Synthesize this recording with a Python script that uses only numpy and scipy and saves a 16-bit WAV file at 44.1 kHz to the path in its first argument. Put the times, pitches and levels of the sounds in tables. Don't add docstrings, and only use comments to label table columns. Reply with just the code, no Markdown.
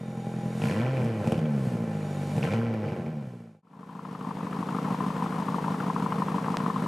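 import sys
import numpy as np
from scipy import signal
from scipy.fft import rfft, irfft
from scipy.io import wavfile
from scipy.ndimage import uniform_filter1d

SR = 44100
rng = np.random.default_rng(int(sys.argv[2]) if len(sys.argv) > 2 else 0)


def digitize_waveform(pressure):
    field = np.atleast_2d(pressure).T
    bounded = np.clip(field, -1, 1)
    quanta = np.round(bounded * 32767).astype(np.int16)
    wavfile.write(sys.argv[1], SR, quanta)


N = 302967
TIME = np.arange(N) / SR


def amp(db):
    return 10 ** (np.asarray(db) / 20)


def curve(rows):
    seconds, values = np.transpose(rows)
    return np.interp(TIME, seconds, values)


def press(start, end, rise_s, fall_s):
    return np.clip((TIME - start) / rise_s, 0, 1) * np.exp(-np.maximum(TIME - end, 0) / fall_s)


def unit(x):
    return x / np.sqrt(np.mean(x ** 2) + 1e-20)


def steady(x):
    power = uniform_filter1d(uniform_filter1d(x ** 2, size=4200), size=2400)
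    return x / np.sqrt(abs(power) + 1e-12)


def noise():
    return rng.standard_normal(N)


def drift(seconds):
    knots = np.arange(0, TIME[-1] + seconds, seconds)
    return unit(np.interp(TIME, knots, rng.standard_normal(len(knots))))


def colour(x, points, modes=()):
    f = abs(np.fft.fftfreq(8192, 1 / SR))
    hz, db = np.transpose(points)
    db = np.interp(np.log(f + 1), np.log(hz), db)
    for centre, width, lift in modes:
        db = db + lift / (1 + (2 * (f - centre) / width) ** 2)
    response = np.fft.ifft(np.exp(np.conj(signal.hilbert(np.log(amp(db)))))).real
    return signal.oaconvolve(x, response[:len(f) // 2])[:N]


def resonate(x, hz, width):
    pole = np.exp((2j * hz - width) * np.pi / SR)
    return unit(signal.lfilter([1], np.poly([pole, pole]), x).real)


def below(x, hz):
    return irfft(rfft(x) / (1 + (np.fft.rfftfreq(N, 1 / SR) / hz) ** 10), N)


def clicks(times, sizes):
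    at = np.clip(times * SR, 0, N - 2)
    whole, part = at.astype(int), at % 1
    return np.bincount(whole, sizes * (1 - part), N) + np.bincount(whole + 1, sizes * part, N)


def linger(x, decay_s):
    return signal.lfilter([1], [1, -np.exp(-1 / (SR * decay_s))], x)


def add(mix, s, sound):
    part = mix[max(round(s * SR), 0):][:len(sound)]
    part += sound[:len(part)]


def pings(times, sizes, pitches, rise_s, order=3):
    out, t = np.zeros(N), TIME[:SR // 50]
    shape = (t / rise_s * np.exp(1 - t / rise_s)) ** order
    for s, size, hz, turn in zip(times, sizes, pitches, rng.random(len(times))):
        add(out, s - rise_s, size * shape * np.cos(2 * np.pi * (hz * t + turn)))
    return out


def swells(times, sizes, rise_s):
    out, t = np.zeros(N), TIME[:SR // 20]
    for s, size, rise in zip(times, sizes, rise_s):
        add(out, s, size * (t / rise * np.exp(1 - t / rise)) ** 2)
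    return out


def firings(speed, start, first_s):
    count = np.cumsum(curve(speed)) / SR
    count -= np.interp(first_s, TIME, count)
    number = np.arange(np.ceil(count[0]), count[-1])
    return np.interp(number, count, TIME), (number.astype(int) + start) % 8


def scatter(x, t60):
    t = TIME[:SR // 2]
    present = (rng.random(len(t)) < 2000 / SR) * (t > .003)
    taps = rng.standard_normal(len(t)) * present * amp(-60 * t / t60)
    return signal.oaconvolve(x, taps / np.linalg.norm(taps))[:N]


# frequency in Hz, side over mid in dB.
STEREO_WIDTH = [(60, -74), (140, -49.5), (380, -23), (700, -11), (1300, -4.5), (4400, -4.5), (8000, -15.5),
                (15000, -9.5)]


def spread(x, width_db):
    side = amp(width_db) * colour(scatter(x, t60=0.12), STEREO_WIDTH)
    return np.array([x + side, x - side])


# time in seconds, firings per second.
REV_SPEED = [(0.0, 42.74), (0.59, 42.2), (0.675, 68.05), (0.756, 104.64), (0.81, 119), (0.87, 130),
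             (0.94, 133), (1.02, 124), (1.112, 113), (1.201, 103), (1.29, 90.5), (1.397, 80.5), (1.5, 73.3),
             (1.65, 63.6), (1.829, 55.5), (2.05, 50), (2.28, 47.5), (2.387, 54), (2.46, 84), (2.526, 107),
             (2.58, 114.5), (2.65, 116.8), (2.757, 109.25), (3.05, 84.5), (3.296, 61.5), (3.62, 50.32)]
# pedal down in seconds, rasp breaks out in seconds, pedal up in seconds.
BLIPS = [(0.577, 0.588, 0.82), (2.26, 2.396, 2.514)]
# start in seconds, end in seconds, strength from 0 to 1.
OVERRUNS = [(.96, .99, .55), (1.2, 1.29, 0.8), (1.66, 1.85, .2), (2.80, 2.97, 0.9)]
IDLE_RATE = 42
THROTTLE_FALL_S, OVERRUN_RISE_S = 0.16, 0.051


def driving():
    speed = curve(REV_SPEED)
    pedal = sum(press(down, up, 0.041, THROTTLE_FALL_S) for down, _, up in BLIPS)
    load = sum(press(start, up, 0.045, THROTTLE_FALL_S) for _, start, up in BLIPS)
    overrun = sum(strength * press(start, end, OVERRUN_RISE_S, 0.099) for start, end, strength in OVERRUNS)
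    idling = np.clip(45 / speed, 0, 1) ** .35
    return speed, pedal, load, overrun, idling


def law_db(law, speed, load, overrun):
    return np.array(law) @ np.array([np.ones(N), np.log2(speed / IDLE_RATE), load, overrun])


REAR_CYLINDERS = [2.4, .5, -2.3, -1.4, 2.8, .5, -1.9, -1]


def rear_firings(speed, overrun):
    times, cylinder = firings(REV_SPEED, start=1, first_s=.0098)
    strength, timing, ragged_timing, ragged_strength = rng.standard_normal((4, len(times)))
    slow = np.interp(times, TIME, np.clip(IDLE_RATE / speed, 0, 1))
    stumble = np.interp(times, TIME, overrun)
    stray_db = 1.2 * slow + 5 * stumble
    stray_s = .00027 * slow + .0016 * stumble
    sizes = amp(slow ** 2 * np.take(REAR_CYLINDERS, cylinder) + stray_db * np.clip(strength, -2, 1))
    pulses = clicks(times + stray_s * timing, sizes)
    ragged = clicks(times + .00016 * ragged_timing, np.sqrt(sizes) * amp(1.4 * ragged_strength))
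    puffs = steady(linger(ragged, decay_s=.005))
    return times, steady(pulses), steady(ragged), puffs


# frequency in Hz, relative level in dB.
BOOM = [(30, -47), (50, -38), (65, -21), (80, -17), (100, -2), (125, 3), (160, 6), (190, -2), (225, 6.5),
        (255, -11.5), (290, -18.5), (400, -12.5), (900, -60.5)]
# firings per second, boom level in dB before pedal and overrun.
DRONE = [(42, -31), (48, -31.5), (58, -29.5), (73, -25.5), (88, -30.5), (104, -30.5), (118, -27),
         (134, -29)]


def boom(speed, pedal, load, overrun, idling, pulses, puffs):
    level_db = np.interp(speed, *np.transpose(DRONE)) + 2 * pedal * idling ** 2 + overrun
    tone = colour(pulses + (.22 + .25 * load + .3 * overrun) * puffs * noise(), BOOM)
    falter_db = -4 * press(1.235, 1.335, .015, .015)
    tone = steady(tone) * amp(falter_db + .7 * drift(.025))
    bass_db = np.interp(speed, [50, 105], [-4.5, 2.5])
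    bass = below(tone, 109)
    coast_db = -5 * press(1.05, 1.17, OVERRUN_RISE_S, .03)
    overtones = tone - below(tone, 180)
    return amp(level_db) * (tone + (amp(bass_db) - 1) * bass + (amp(coast_db) - 1) * overtones)


# frequency in Hz, relative level in dB.
BARK = [(30, -54), (150, -33.5), (260, -9), (340, -2), (400, -6.5), (480, -6), (620, -8), (720, -9.5),
        (840, -7), (950, -24.5), (1300, -22.5), (3000, -54)]
# frequency in Hz, width in Hz, lift in dB.
PIPE_MODES = [(332, 100, 3.5), (461, 31, 10), (524.3, 14, 10.5), (607, 24, 8), (790, 30, 2)]
# level at idle in dB, then rise in dB per doubling of speed,
# under load and on full overrun.
BARK_LAW = (-40.5, 3, 3, 3.5)


def bark(speed, load, overrun, idling, ragged, puffs):
    tone = colour(ragged + (.35 * puffs + .8 * idling) * noise(), BARK, PIPE_MODES)
    return amp(law_db(BARK_LAW, speed, load, overrun)) * steady(tone)


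# frequency in Hz, relative level in dB.
RASP = [(30, -65), (500, -33.5), (1000, 2), (1180, -10.5), (1400, -5), (1900, -3), (2450, -2.5),
        (3200, -10), (3620, -12.5), (4300, -13), (6000, -17.5), (14000, -53)]
# frequency in Hz, width in Hz, lift in dB.
RASP_MODES = [(1062, 230, 11), (1353, 220, 12), (1553, 47, 10.5), (1753, 45, 11), (1948, 38, 8.5),
              (2335, 180, 6.5), (3020, 280, 4.5)]
# level at idle in dB, then rise in dB
RASP_LAW = (-52, 2.5, 6.5, 3)


def rasp_level(speed, pedal, load, overrun, idling):
    return law_db(RASP_LAW, speed, load, overrun) + 2.5 * pedal * idling ** 2


def rasp(level_db, drive, times, ragged, puffs):
    size, pitch = rng.standard_normal((2, len(times)))
    spits = pings(times + 0.00107, amp(2.4 * size), 2500 * np.exp(.28 * pitch), rise_s=.0008)
    gas = ((.25 + 2.4 * drive) * puffs + 1.7 - .9 * drive) * noise()
    tone = colour(gas + drive * (1.3 * steady(spits) + .9 * ragged), RASP, RASP_MODES)
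    return amp(level_db) * steady(tone)


# frequency in Hz, relative level in dB.
HISS = [(1000, 9.5), (3000, 4.5), (4500, 1), (7000, 0.5), (9500, -1), (12000, -6.5), (15000, -17)]
# time in seconds, level in dB.
HISS_LEVEL = [(0, -57), (.52, -55.5), (.66, -45), (.88, -58), (1.03, -54), (1.13, -58), (1.29, -51),
              (1.46, -61.5), (1.66, -52), (1.86, -58), (2.45, -49), (2.72, -65), (2.92, -57.5),
              (3.14, -61.5), (3.3, -55)]


def hiss(drive, puffs):
    return amp(curve(HISS_LEVEL)) * steady(colour(((.08 + .2 * drive) * puffs + 1) * noise(), HISS))


# frequency in Hz, nominal width in Hz, relative level in dB.
WHISTLES = [(762, 8, -13), (811, 9, -4.5), (2300, 420, -21), (3680, 450, -23), (4500, 120, -30),
            (5840, 300, -28), (6890, 260, -23), (9400, 350, -28)]


def whistles(speed):
    out = np.zeros(N)
    for hz, width, db in WHISTLES:
        out += amp(db + .6 * drift(.12)) * resonate(noise(), hz, 0.6 * width)
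    return amp(-44.5) * np.clip((56 - speed) / (56 - 48.5), 0, 1) * out


def revs():
    speed, pedal, load, overrun, idling = driving()
    times, pulses, ragged, puffs = rear_firings(speed, overrun)
    rasp_db = rasp_level(speed, pedal, load, overrun, idling)
    drive = np.clip((rasp_db + 49.5) / 10, 0, 1)
    exhaust = boom(speed, pedal, load, overrun, idling, pulses, puffs)
    exhaust += bark(speed, load, overrun, idling, ragged, puffs)
    exhaust += rasp(rasp_db, drive, times, ragged, puffs)
    return exhaust + hiss(drive, puffs) + whistles(speed)


# time in seconds, thump in dB, crack in dB, crack pitch in Hz.
POPS = [(0.6183, -24, -25.5, 2830), (0.638, -32, -32, 2300), (.655, -36, -31, 2500),
        (0.675, -40, -38, 2700), (0.696, -45, -25, 1950), (0.712, -23, -30, 2900), (.799, -21, -32, 2220),
        (.8478, -58, -32, 2300), (0.969, -29, -29.5, 2430), (1.045, -19, -55, 2300),
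        (1.2733, -12.5, -31, 2580), (1.3213, -11, -27.5, 2880), (1.344, -43, -32, 2700),
        (1.378, -19.5, -37, 2780), (1.391, -24, -36, 3000), (1.457, -29, -34.5, 3020),
        (1.722, -27, -47, 2400), (2.365, -17, -41, 2380), (2.38, -16.5, -32, 2380),
        (2.4289, -38, -20, 2500), (2.444, -24, -34, 3260), (2.47, -41, -34, 2940), (2.51, -45, -28, 2170),
        (2.521, -37, -29, 2350), (2.536, -19, -27.5, 2410), (2.739, -23.5, -33.5, 2410),
        (2.885, -33, -30, 2270), (2.969, -36, -32, 1900), (3.062, -32, -31, 2340)]


def pops():
    times, thump_db, crack_db, crack_hz = np.transpose(POPS)
    one = clicks(np.zeros(1), np.ones(1))
    blows = clicks(times, amp(thump_db))
    thump = colour(blows, BOOM) / colour(one, BOOM).max()
    shocks = clicks(times, amp((thump_db + crack_db) / 2))
    ring = colour(shocks, BARK, PIPE_MODES) / colour(one, BARK, PIPE_MODES).max()
    burst = linger(clicks(times, amp(crack_db)), decay_s=0.018) * noise()
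    snap = pings(times + .001, amp(crack_db), crack_hz, rise_s=.0009)
    sizzle = linger(blows, decay_s=0.0063) * noise()
    bang = .7 * thump + 1.1 * ring + .6 * snap
    return bang + 0.46 * colour(burst, RASP) + 0.032 * colour(sizzle, HISS)


def valve():
    swell = np.exp(-((TIME - 1.67) / .09) ** 2)
    return amp(-71) * swell * resonate(noise(), hz=8450, width=320)


# frequency in Hz, relative level in dB.
THROB = [(25, -50), (50, -33), (75, -41), (100, -18.5), (125, -15), (150, 1), (200, 1.3), (250, -4.5),
         (300, -10.5), (370, -40), (460, -29), (560, -33), (820, -25.5), (1500, -55), (5000, -82)]


def throb(pulses):
    return -amp(-31.0) * unit(colour(pulses, THROB))


# frequency in Hz, relative level in dB.
WASH = [(25, -27), (80, -5), (125, 6.5), (200, 6.5), (330, 5), (385, 2), (420, 7.5), (470, 6.5), (520, 2),
        (620, 0.5), (1000, 4.5), (1500, -7), (2500, -14), (4000, -20), (6500, -25), (9500, -26.5),
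        (12000, -33.5), (15000, -37.5)]
# frequency in Hz, width in Hz, lift in dB.
WASH_MODES = [(460, 36, 4), (12850, 800, 4)]


def gas_wash(pulses):
    breath = 1 + .5 * unit(linger(pulses, decay_s=.014))
    swell_db = 0.37 * (TIME - 6)
    return amp(-36 + swell_db) * unit(colour(breath * noise(), WASH, WASH_MODES))


# time in seconds, level in dB, pitch in Hz.
SLAMS = [(3.994, -22, 1080), (4.213, -23, 1030), (4.25, -22.5, 1010), (4.3095, -19.5, 1010),
         (4.470, -24, 1000), (4.531, -21.5, 1210), (4.6289, -21.5, 1025), (4.688, -27, 1040),
         (4.7867, -20.5, 1060), (4.946, -21.5, 956), (5.0071, -22.5, 1017), (5.045, -28, 990),
         (5.105, -23, 1020), (5.224, -20, 1030), (5.423, -28, 1010), (5.486, -23, 1077), (5.545, -20, 1070),
         (5.5852, -19, 950), (5.6828, -19.5, 980), (5.744, -26, 1270), (5.808, -28.5, 1300),
         (5.868, -24, 1080), (5.902, -18.5, 975), (5.964, -19.5, 1095), (6.004, -23, 1000),
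         (6.063, -20, 1036), (6.123, -21, 1040), (6.222, -17.5, 1030), (6.284, -24, 1040),
         (6.384, -20.5, 1035), (6.484, -20, 1030), (6.543, -21, 1100), (6.664, -19.5, 1135),
         (6.762, -23, 1050)]
KNOCK_LAG_S = 0.002175


def knocks_after(times, usual_db):
    late, soft, high = rng.standard_normal((3, len(times)))
    knock_s = times + KNOCK_LAG_S + 0.00088 * late
    knock_db = usual_db - 4 * soft
    knock_hz = 1035 * np.exp(0.064 * high)
    bounces = rng.random(len(times)) < 0.25
    for s, db, hz in SLAMS:
        nearest = np.argmin(abs(knock_s - s))
        knock_s[nearest], knock_db[nearest], knock_hz[nearest], bounces[nearest] = s, db, hz, False
    rebounds = bounces * amp(knock_db - 10)
    return np.r_[knock_s, knock_s + 0.00664], np.r_[amp(knock_db), rebounds], np.r_[knock_hz, knock_hz]


# frequency in Hz, relative level in dB.
CLACK = [(300, -34), (600, -29), (800, -4), (950, 2.5), (1040, 9), (1200, -3), (1380, -8), (1600, -13.5),
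         (2400, -26), (4000, -43), (10000, -60)]
# frequency in Hz, width in Hz, lift in dB.
FLAP_MODES = [(787, 110, 8.5), (1053, 410, 6), (1335, 35, 11), (1385, 31, 3), (1790, 98, 16),
              (2520, 100, 10), (3050, 120, 19), (3400, 100, 15), (4600, 91, 14)]


def flap(times, chatter_db, swell_s, knock_db):
    knock_s, sizes, knock_hz = knocks_after(times, knock_db)
    knocks = pings(knock_s, sizes, knock_hz, rise_s=.0033, order=10)
    contact = signal.oaconvolve(clicks(knock_s, sizes), np.hanning(round(.011 * SR)), "same")
    scrape = unit(colour(contact * noise(), CLACK, FLAP_MODES))
    buzz_sizes = amp(chatter_db + 1.2 * rng.standard_normal(len(times)))
    buzz = swells(times - .0007, buzz_sizes, swell_s)
    chatter = unit(colour(buzz * noise(), CLACK, FLAP_MODES))
    sound = knocks + amp(-49) * scrape + amp(-41.8) * chatter
    return sound + .18 * scatter(sound, t60=.08)


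# frequency in Hz, gain in dB.
SPLASH = [(300, -43), (800, -14), (1300, 15.5), (1900, -3), (2500, -5.5), (3200, -7), (4200, -30),
          (10000, -43)]


def splashes(times, usual_db):
    sizes = amp(usual_db + 3.5 * np.clip(rng.standard_normal(len(times)), -2, 1))
    gusts = signal.oaconvolve(clicks(times + KNOCK_LAG_S, sizes), np.hanning(round(0.014 * SR)), "same")
    return colour(gusts * noise(), SPLASH)


# time in seconds, firings per second.
IDLE_SPEED = [(3.62, 49.86), (4.2, 50.32), (4.6, 50.16), (4.95, 50.75), (5.25, 49.81), (5.55, 50.22),
              (5.85, 50.02), (6.25, 49.92), (6.87, 50.43)]
# pulse in dB, delay of the pulse in seconds (negative leads), flap chatter in dB,
# swell of the chatter in seconds, flap knock in dB, splash in dB.
SIDE_CYLINDERS = [(-1.5, -.0039, 0, 0.0037, -29.5, -54), (1.5, .0012, 3, 0.0047, -29.5, -47),
                  (0.5, -.0025, -13, .005, -35, -54), (-2.5, .0016, 5.5, 0.003, -26.5, -42),
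                  (-7.5, .0104, -9, 0.0031, -50, -61), (-3, .0017, -18, 0.0062, -42.5, -58),
                  (-1.8, .0018, 4.5, 0.0048, -30, -32.5), (-3, -0.0022, -0.5, 0.0082, -35, -55)]
# frequency in Hz, share leaning left in dB.
LEAN = [(100, -55), (300, -24.5), (500, -29), (900, -10.5), (1400, -10.5), (2200, -20), (8000, -45)]


def idle():
    times, cylinder = firings(IDLE_SPEED, start=1, first_s=3.6296)
    pulse_db, delay, chatter_db, swell_s, knock_db, splash_db = np.array(SIDE_CYLINDERS)[cylinder].T
    timing, strength = rng.standard_normal((2, len(times)))
    pulses = clicks(times + delay + .00007 * timing, amp(pulse_db + .35 * strength))
    wash = gas_wash(pulses)
    direct = throb(pulses) + flap(times, chatter_db, swell_s, knock_db) + splashes(times, splash_db)
    hz, db = np.transpose(LEAN)
    share_db = np.interp(np.log(np.fft.rfftfreq(N, 1 / SR) + 1), np.log(hz), db)
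    lean = irfft(rfft(direct + wash) * amp(share_db), N)
    return direct + spread(wash, width_db=-2.5) + np.array([lean, -lean])


def tick():
    spectrum = [(100, -9), (450, 0), (1500, -7), (5000, -15.5), (9000, -28), (15000, -41)]  # Hz, dB
    snap = colour(clicks(np.array([6.5705]), np.ones(1)), spectrum)
    return -amp(-11.3) * snap / abs(snap).max()


def scene():
    rear = spread(revs() + pops() + valve(), width_db=-5.0)
    return np.where(TIME < 3.62, rear, idle() + tick())


# time in seconds, gain.
FADER = [(0, .55), (.55, 1), (2.65, 1), (3.3, .3), (3.62, 0), (4.3, .52), (4.85, 1)]


def record(dry):
    low_pass = signal.firwin(511, 15250, window=("kaiser", 9), fs=SR)
    return signal.oaconvolve(dry * curve(FADER), low_pass[None], "same")


dry = scene()
out = record(dry)
digitize_waveform(out)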